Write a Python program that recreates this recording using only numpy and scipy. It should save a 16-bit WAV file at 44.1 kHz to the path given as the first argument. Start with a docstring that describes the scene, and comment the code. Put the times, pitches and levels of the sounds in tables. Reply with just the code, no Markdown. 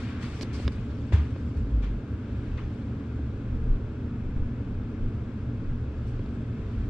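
"""Suction machine above a carpet

A suction machine drones some way off indoors: noise lifted at room modes, over wavering mains hum.
Near the ear a sleeve rustles, soles and skin scuff and fingers drag: friction noise in three colours.
A plastic tool is tapped and rings in short decaying modes, with faint treble ticks and an early swish.
Footsteps shake the floor: low near-sinusoidal swings over a deep rumble that comes and goes."""
import sys
import numpy as np
from scipy import signal
from scipy.fft import rfft, irfft
from scipy.io import wavfile
from scipy.ndimage import uniform_filter1d

SR = 44100
rng = np.random.default_rng(int(sys.argv[2]) if len(sys.argv) > 2 else 0)


def voltage_ratio(decibels):
    """Convert decibels (scalar or array-like) to amplitude ratios, 20 dB per decade."""
    exponent = np.asarray(decibels, float) / 20
    return 10 ** exponent


def store_pcm(level_fs):
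    """Save levels as 16-bit WAV."""
    pcm = np.round(np.clip(level_fs, -1, 1) * 32767).astype(np.int16)
    wavfile.write(sys.argv[1], SR, np.atleast_2d(pcm).T)


N = 303849


def evened(x):
    """Normalization: scales a signal to rms 1."""
    return x / np.sqrt(np.mean(x ** 2) + 1e-20)


def read(points, hz):
    """Interpolates a spectrum on a logarithmic frequency axis."""
    f, value = np.transpose(points)
    return np.interp(np.log(hz + 1), np.log(f + 1), value)


def add(mix, s, sound):
    """Superposition: adds a sound from time s on."""
    part = mix[:, round(s * SR):][:, :sound.shape[-1]]
    part += sound[..., :part.shape[1]]


def panned(db):
    """Interchannel level difference: gains of left and right, db apart."""
    return voltage_ratio([[db / 2], [-db / 2]])


def noise(colour_db, size, patchy_db, swell_db, same_share, tilt_share):
    """Short-time synthesis of coloured stereo noise of rms 1 with set interchannel coherence."""
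    # phase by which the left channel leads: (frequency [Hz], lead [rad])
    lead = [(44, -.06), (100, 0), (180, .02), (270, .13), (500, .23), (750, -.04), (1400, -.4),
            (2050, -.78), (3100, -.94), (3800, -.4), (5600, 1.66), (8400, 4.1), (12000, 6.2)]
    # coherence of the channels, before same_share: (frequency [Hz], coherence [0..1])
    alike = [(44, .997), (110, .9997), (180, .995), (270, .993), (410, .965), (600, .85), (750, .56),
             (920, .72), (1400, .76), (2050, .55), (2500, .63), (3800, .45), (5000, .25), (9000, .25)]
    # left-right difference, before tilt_share: (frequency [Hz], difference [dB])
    lean = [(270, 0), (500, -.6), (610, -2), (750, 1.3), (1120, 3.8), (1680, 1.4), (2500, 7), (3100, 4.3),
            (4600, 1.8), (6900, .2), (10000, 2)]
    hop, hz = size // 4, np.fft.rfftfreq(size, 1 / SR)
    frames = N // hop + 5
    a, b, c, d, patches = rng.standard_normal((frames, len(hz), 5)).T
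    patches = uniform_filter1d(patches, size=size // 100, axis=0)
    patches = evened(uniform_filter1d(patches, size=6, axis=1))
    swell = evened(uniform_filter1d(rng.standard_normal(frames), size=12))
    same = np.clip(same_share * read(alike, hz), -1, 1)[:, None]
    left = a + 1j * b
    right = same * left + np.sqrt(1 - same ** 2) * (c + 1j * d)
    right = right * np.exp(-1j * read(lead, hz))[:, None]
    tilt = voltage_ratio(tilt_share * read(lean, hz) / 2)[:, None]
    level_db = colour_db(hz)[:, None] + patchy_db * patches + swell_db * swell
    spectra = np.array([left * tilt, right / tilt]) * voltage_ratio(level_db)
    return evened(signal.istft(spectra, nperseg=size, noverlap=size - hop)[1][:, :N])


def machine():
    """Resonance: low room and hose modes lift the broad rush; the motor adds a wavering mains hum."""
    # relative spectrum of the rush of machine and air: (frequency [Hz], density [dB per Hz])
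    rush = [(9, -27), (32, -20.5), (45, -11), (91, -6.5), (128, -8.5), (149, -13), (235, -8), (334, -19.5),
            (500, -23.5), (749, -33.5), (1650, -39.5), (1900, -49.5), (5000, -54), (8500, -62.5),
            (10000, -85.5), (11500, -106), (14000, -130)]
    # modes that the rush excites: (frequency [Hz], width [Hz], lift above the rush [dB])
    room_modes = [(46.5, 11, 5.5), (71.15, 12.7, 13), (100.9, 8.7, 9.5), (118.4, 11.3, 7), (214, 47, 0),
                  (221.5, 66, 2.5), (280.8, 9.8, 8), (307, 23, 3.5), (369, 72, 2), (429, 34, 5.5),
                  (1484, 700, 5.5), (2153, 230, 7.5), (2600, 440, 7.5), (3300, 600, 5.5), (4370, 280, -0.5),
                  (4770, 150, 2)]
    # mains hum of the motor: (mean frequency [Hz], level before flutter [dB rms])
    hum = [(119, -40.5), (240, -46.5)]

    def colour_db(hz):
        lift = sum(db / (1 + (2 * (hz - f) / width) ** 2) for f, width, db in room_modes)
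        return read(rush, hz) + lift
    out = voltage_ratio(-32.5) * noise(colour_db, size=8192, patchy_db=0.04, swell_db=0.05,
                             same_share=1, tilt_share=1.0)
    for hz, db in hum:
        wander = evened(uniform_filter1d(rng.standard_normal(N), size=8000))
        flutter = evened(uniform_filter1d(rng.standard_normal(N), size=5000))
        phase = 2 * np.pi * np.cumsum(hz * (1 + 0.00703 * wander)) / SR
        out += voltage_ratio(db + 0.71 * flutter) * np.sqrt(2) * np.sin(phase)
    return out


def friction_hiss():
    """Friction noise: returns a blend of middle, dull and airy hiss that rubbing surfaces share."""
    # relative spectra of the three parts: (frequency [Hz], density [dB per Hz])
    middle_colour, dull_colour = [(1300, -15.5), (2300, 4.5), (3600, 1.5), (5300, -13.5), (6500, -12),
                                  (8000, -26.5), (11000, -82)], [(250, -29.5), (500, 0), (800, 3), (1150, 7.5),
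                                                     (1550, 6), (1800, 6), (2400, 1.5), (4000, -27),
                                                     (8000, -79.5)]
    airy_colour = [(3200, -27), (4300, 8.5), (5200, 5.5), (6500, -2.5), (7900, -0.5), (9000, -9),
                   (10000, -12.5), (12000, -21.5), (14500, -28.5), (17000, -69.5)]
    middle = noise(lambda hz: read(middle_colour, hz), size=512, patchy_db=1.5, swell_db=-0.5,
                   same_share=0.77, tilt_share=0.72)
    dull = noise(lambda hz: read(dull_colour, hz), size=512, patchy_db=2.0, swell_db=0.54,
                 same_share=1.15, tilt_share=0.74)
    airy = noise(lambda hz: read(airy_colour, hz), size=512, patchy_db=2.5, swell_db=0.9,
                 same_share=0.22, tilt_share=-.4)

    def hiss(span, dull_db, airy_db):
        return middle[:, span] + voltage_ratio(dull_db) * dull[:, span] + voltage_ratio(airy_db) * airy[:, span]
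    return hiss


def rustle(hiss):
    """Amplitude and spectral modulation of friction noise: cloth moves near the ear, then settles."""
    # moving cloth: (time [s], level of the middle part [dB], brightness [dB])
    cloth = [(0, -52.5, -1), (.08, -54.5, -1), (.19, -57, -7), (.25, -53.5, 4), (.41, -54.5, 2.5),
             (.46, -58.5, -5.5), (.63, -55.5, -2), (.72, -60.5, -4), (1.0, -63.5, 1.5), (1.25, -62.5, -2),
             (1.5, -65.5, 2.5), (2.0, -69, -6.5), (2.5, -62, -5), (2.7, -65.5, -2), (4.101, -70, -10.5),
             (5.901, -68.5, -6), (6.12, -66, 0.5), (6.5, -66.5, -5), (6.8, -62.5, -6), (6.88, -66, -2)]
    s, *columns = np.transpose(cloth)
    db, bright_db = (np.interp(np.arange(N) / SR, s, c) for c in columns)
    # a brighter rustle loses dull hiss and gains airy hiss
    return voltage_ratio(db) * hiss(slice(None), 2 - 0.56 * bright_db, -6.5 + 0.65 * bright_db)


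def swish():
    """Heterodyning: low-passed complex noise shifted up to a wandering centre gives a band of hiss."""
    # band of hiss near the start: (time [s], centre [Hz], level before panning [dB])
    path = [(0, 1500, -62), (.035, 1450, -54), (.09, 1700, -61.5), (.17, 1500, -54), (.21, 1650, -58),
            (.24, 1150, -56.5), (.3, 1150, -61), (.36, 1500, -63), (.45, 1500, -83)]
    pole_width_hz = 290
    s, *columns = np.transpose(path)
    t = np.arange(round(s[-1] * SR)) / SR
    hz, db = (np.interp(t, s, c) for c in columns)
    r, out = np.exp(-np.pi * pole_width_hz / SR), np.zeros((2, N))
    a, b = rng.standard_normal((2, 2, len(t)))
    z = a + 1j * b
    pair = np.array([z[0], 0.9 * z[0] + 0.5 * z[1]])  # nearly alike in both channels
    low = signal.lfilter([1], np.convolve([1, -r], [1, -r]), pair)
    band = (low * np.exp(2j * np.pi * np.cumsum(hz) / SR)).real
    add(out, 0, panned(2.5) * voltage_ratio(db) * evened(band))
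    return out


def floor():
    """Forced vibration: landing weight makes boards swing for a few cycles, over a deep rumble."""
    # the deepest rumble: (time [s], level [dB])
    deep_level = [(0.0, -62), (0.8, -40), (1.48, -50), (1.73, -34.5), (2.2, -56), (2.74, -51),
                  (3.65, -40.5), (3.75, -35), (4.11, -45), (4.99, -40.5), (5.3, -44), (5.7, -37.5),
                  (6.1, -42), (6.66, -41), (6.89, -45.5)]
    # its relative spectrum: (frequency [Hz], density [dB per Hz])
    deep_colour = [(6, -21.5), (14, -9), (30, 6), (42, -13), (60, -39), (200, -94)]
    # shudders: (time of the peak [s], swing level there [dB rms], frequency [Hz], rise [s], fall [s])
    thuds = [(0.654, -23, 68, 0.006, 0.053), (1.143, -12, 84.5, 0.012, 0.019),
             (1.1961, -19, 73, 0.05, 0.062), (1.348, -28, 77, 0.029, 0.023),
             (1.46, -30.5, 78, 0.082, 0.046), (1.58, -28, 75, 0.026, 0.073),
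             (1.623, -29, 48.4, 0.073, 0.11), (1.759, -20, 54, 0.053, 0.064),
             (1.838, -26, 48.3, 0.061, 0.18), (2.53, -33, 37, 0.1, 0.066), (2.64, -36, 33, 0.05, 0.071),
             (3.72, -31.5, 14, 0.12, 0.071), (4.425, -27.5, 12, 0.11, 0.078),
             (5.061, -26.5, 22, 0.099, 0.044), (5.687, -31, 20, 0.14, 0.2), (6.797, -32.5, 40, 0.06, 0.58)]
    edge_db, roundness = -22.5, 2.47  # level one rise before or one fall after the peak; arch power
    t = np.arange(N) / SR
    deep = noise(lambda hz: read(deep_colour, hz), size=8192, patchy_db=3.5, swell_db=2.0,
                 same_share=0.99, tilt_share=0)
    out = voltage_ratio(np.interp(t, *np.transpose(deep_level))) * deep
    for s, db, hz, rise, fall in thuds:
        away = abs(t - s) / np.where(t < s, rise, fall)
        turn = 2 * np.pi * hz * (t - s)
        # the boards swing unevenly, which adds the octave
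        swing = np.sqrt(2) * (np.cos(turn) + voltage_ratio(-18.5) * np.sin(2 * turn))
        rough = voltage_ratio(-6.5 - 0.2681 * (hz - 16.0)) * deep[0]  # unpitched share, less at higher pitch
        out += voltage_ratio(db + edge_db * away ** roundness) * (swing + rough)
    return out


def fibre_snags():
    """Stick-slip: fibres catch and let go, as smoothed noise of rms 1."""
    return evened(uniform_filter1d(uniform_filter1d(rng.standard_normal(N), size=70), size=40))


def scuffs(hiss, snags):
    """Decaying friction: soles and skin scuff with a quick rise and a tail that darkens."""
    # (time [s], level of the middle part before rise and decay [dB], dull part above that [dB],
    # airy part above that [dB], both at the onset, t60 of the middle part [s], left-right [dB])
    strokes = [(.21, -62, -3, -1, .2, 2), (.223, -63.5, 12, 6, .2, 3), (.434, -63, -4, 0, 0.11, -8),
               (.528, -59, -10, 8.5, 0.47, -0.5), (.54, -65, -8, -6, 0.51, -3),
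               (.719, -63, -11, 3, 0.084, -9), (.903, -75, -8, -2, .13, -24),
               (1.122, -49, 8, -8, 0.14, 5.5), (1.132, -47.5, -1.5, -9, 0.23, -3),
               (1.15, -55.5, 1.5, -21, 0.26, 1.5), (1.178, -66, 0, -15, 0.3, 1),
               (1.359, -71, 1, -6, 0.12, 4), (1.569, -65, 1.5, 0, 0.1, 6), (1.822, -52.5, 0.5, -11, 0.2, 3),
               (1.837, -57, -11, -20, 0.25, 2.5), (2.572, -54.5, 3.5, -23, 0.24, 0),
               (6.069, -69, -10, -1, 0.15, -3)]
    u, out = np.arange(SR // 2) / SR, np.zeros((2, N))
    for s, db, dull_db, airy_db, t60, pan_db in strokes:
        span = slice(round(s * SR), round(s * SR) + len(u))
        rise = 1 - np.exp(-u / (0.013 * t60))
        stroke = rise * voltage_ratio(db - 60 * u / t60 + 0.2 * snags[span])
        tail = hiss(span, dull_db + 13 * u / t60, airy_db - 14 * u / t60)
        add(out, s, panned(pan_db) * stroke * tail)
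    return out


def ticks():
    """High-passed impulses: faint thin clicks with little below their lower edge."""
    # (time of the centre [s], peak before panning [dB], lower edge [Hz], left-right [dB])
    clicks = [(0.3872, -50, 7000, -2.5), (.647, -49, 12000, 5), (2.699, -58, 10500, -2)]
    out, hz = np.zeros((2, N)), np.fft.rfftfreq(128, 1 / SR)
    u = np.arange(-64, 64) / SR
    for s, db, edge_hz, pan_db in clicks:
        click = np.roll(irfft(1 / (1 + (edge_hz / (hz + 1)) ** 10)), 64)
        click = click * np.exp(-(u / 0.00027) ** 2)
        add(out, s + u[0], panned(pan_db) * voltage_ratio(db) * click / abs(click).max())
    return out


def taps():
    """Modal synthesis: a tap on plastic is a dry crack and the ring of short decaying modes."""
    # (time [s], peak of the ring before panning [dB], brightness [dB per octave], left-right [dB])
    hits = [(0.411, -28.5, 6, -1), (0.419, -32, -4, -2), (0.4254, -33.5, 2, -2), (0.429, -28.5, -0.5, -3.5),
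            (0.4325, -29.5, 1.5, -3), (0.6, -28, -3, 2), (0.6785, -21, 3.5, -3.5),
            (1.124, -23.5, -6.5, 0.5), (1.362, -33, -3.5, -2), (3.192, -35.5, -7, -2),
            (5.15, -40, -3.5, -2), (6.1926, -32.5, -2.5, -2), (6.2607, -41, 1, -3)]
    # modes of the plastic: (frequency [Hz], relative level [dB], t60 [s])
    plastic = [(350, 13.5, 0.03), (536, 10.5, 0.03), (1034, 2.5, 0.017), (1680, -4, 0.028),
               (2200, 0.5, 0.011), (3500, -5, 0.015), (4120, -1.5, 0.0086), (5060, -9.5, 0.017),
               (5900, -17.5, 0.0056), (6350, -21, 0.011), (8260, -34, 0.018), (11000, -33, 0.0047),
               (13150, -40, .006)]
    # soft skin rounds off the crack: (frequency [Hz], gain [dB])
    crack_top = [(7000, -1), (15000, -28)]
    out, u = np.zeros((2, N)), np.arange(3000) / SR
    hz = np.fft.rfftfreq(len(u), 1 / SR)
    contact = 1 - np.exp(-(u / 0.00024) ** 2)  # the force builds over a fraction of a millisecond
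    for s, db, bright_db, pan_db in hits:
        ring = np.zeros(len(u))
        for f, level_db, t60 in plastic:
            sign = -1 if rng.random() < .5 else 1
            decay = voltage_ratio(level_db + bright_db * np.log2(f / 1000) - 60 * u / t60)
            ring += sign * decay * np.sin(2 * np.pi * f * u) * contact
        colour_db = read([row[:2] for row in plastic], hz) + read(crack_top, hz)
        colour_db = colour_db + bright_db * np.log2(np.maximum(hz, 300) / 1000)
        crack = irfft(rfft(rng.standard_normal(len(u))) * voltage_ratio(colour_db), len(u))
        crack = crack * voltage_ratio(-60 * u / 0.014) * contact  # t60 of 14 ms
        sound = ring / abs(ring).max() + voltage_ratio(-4.5) * crack / abs(crack).max()
        add(out, s, panned(pan_db) * voltage_ratio(db) * sound)
    return out


def drags(hiss, snags):
    """Stick-slip friction: fingers drag over the plastic handle with a crackle and stop short."""
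    # (start [s], stop [s], middle part's level at the start [dB], growth [dB],
    # dull part above the middle [dB], airy part above the middle [dB], left-right [dB])
    strokes = [(0.413, 0.434, -57.5, 5, -14, 7.5, -5.5)]
    t, out = np.arange(N) / SR, np.zeros((2, N))
    crackle = evened(uniform_filter1d(snags, size=30))
    for s, stop, db, growth_db, dull_db, airy_db, pan_db in strokes:
        held = np.clip(np.minimum(t - s, stop - t) / 0.0013, 0, 1) ** 2
        growth = growth_db * np.clip((t - s) / (stop - s), 0, 1)
        stroke = held * voltage_ratio(db + growth - 2 * crackle)
        out += panned(pan_db) * stroke * hiss(slice(None), dull_db, airy_db)
    return out


def scene():
    """Linear superposition of all sources; the rubbing ones share one hiss."""
    hiss, snags = friction_hiss(), fibre_snags()
    out = machine() + rustle(hiss) + swish() + floor()
    return out + scuffs(hiss, snags) + ticks() + taps() + drags(hiss, snags)


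def roll_off(x):
    """The treble ends steeply here."""
    return signal.sosfilt(signal.butter(12, 15000, fs=SR, output="sos"), x)


def record(dry):
    """Signal chain: the finished mix passes on at unit gain."""
    return roll_off(dry)


dry = scene()
out = record(dry)
store_pcm(out)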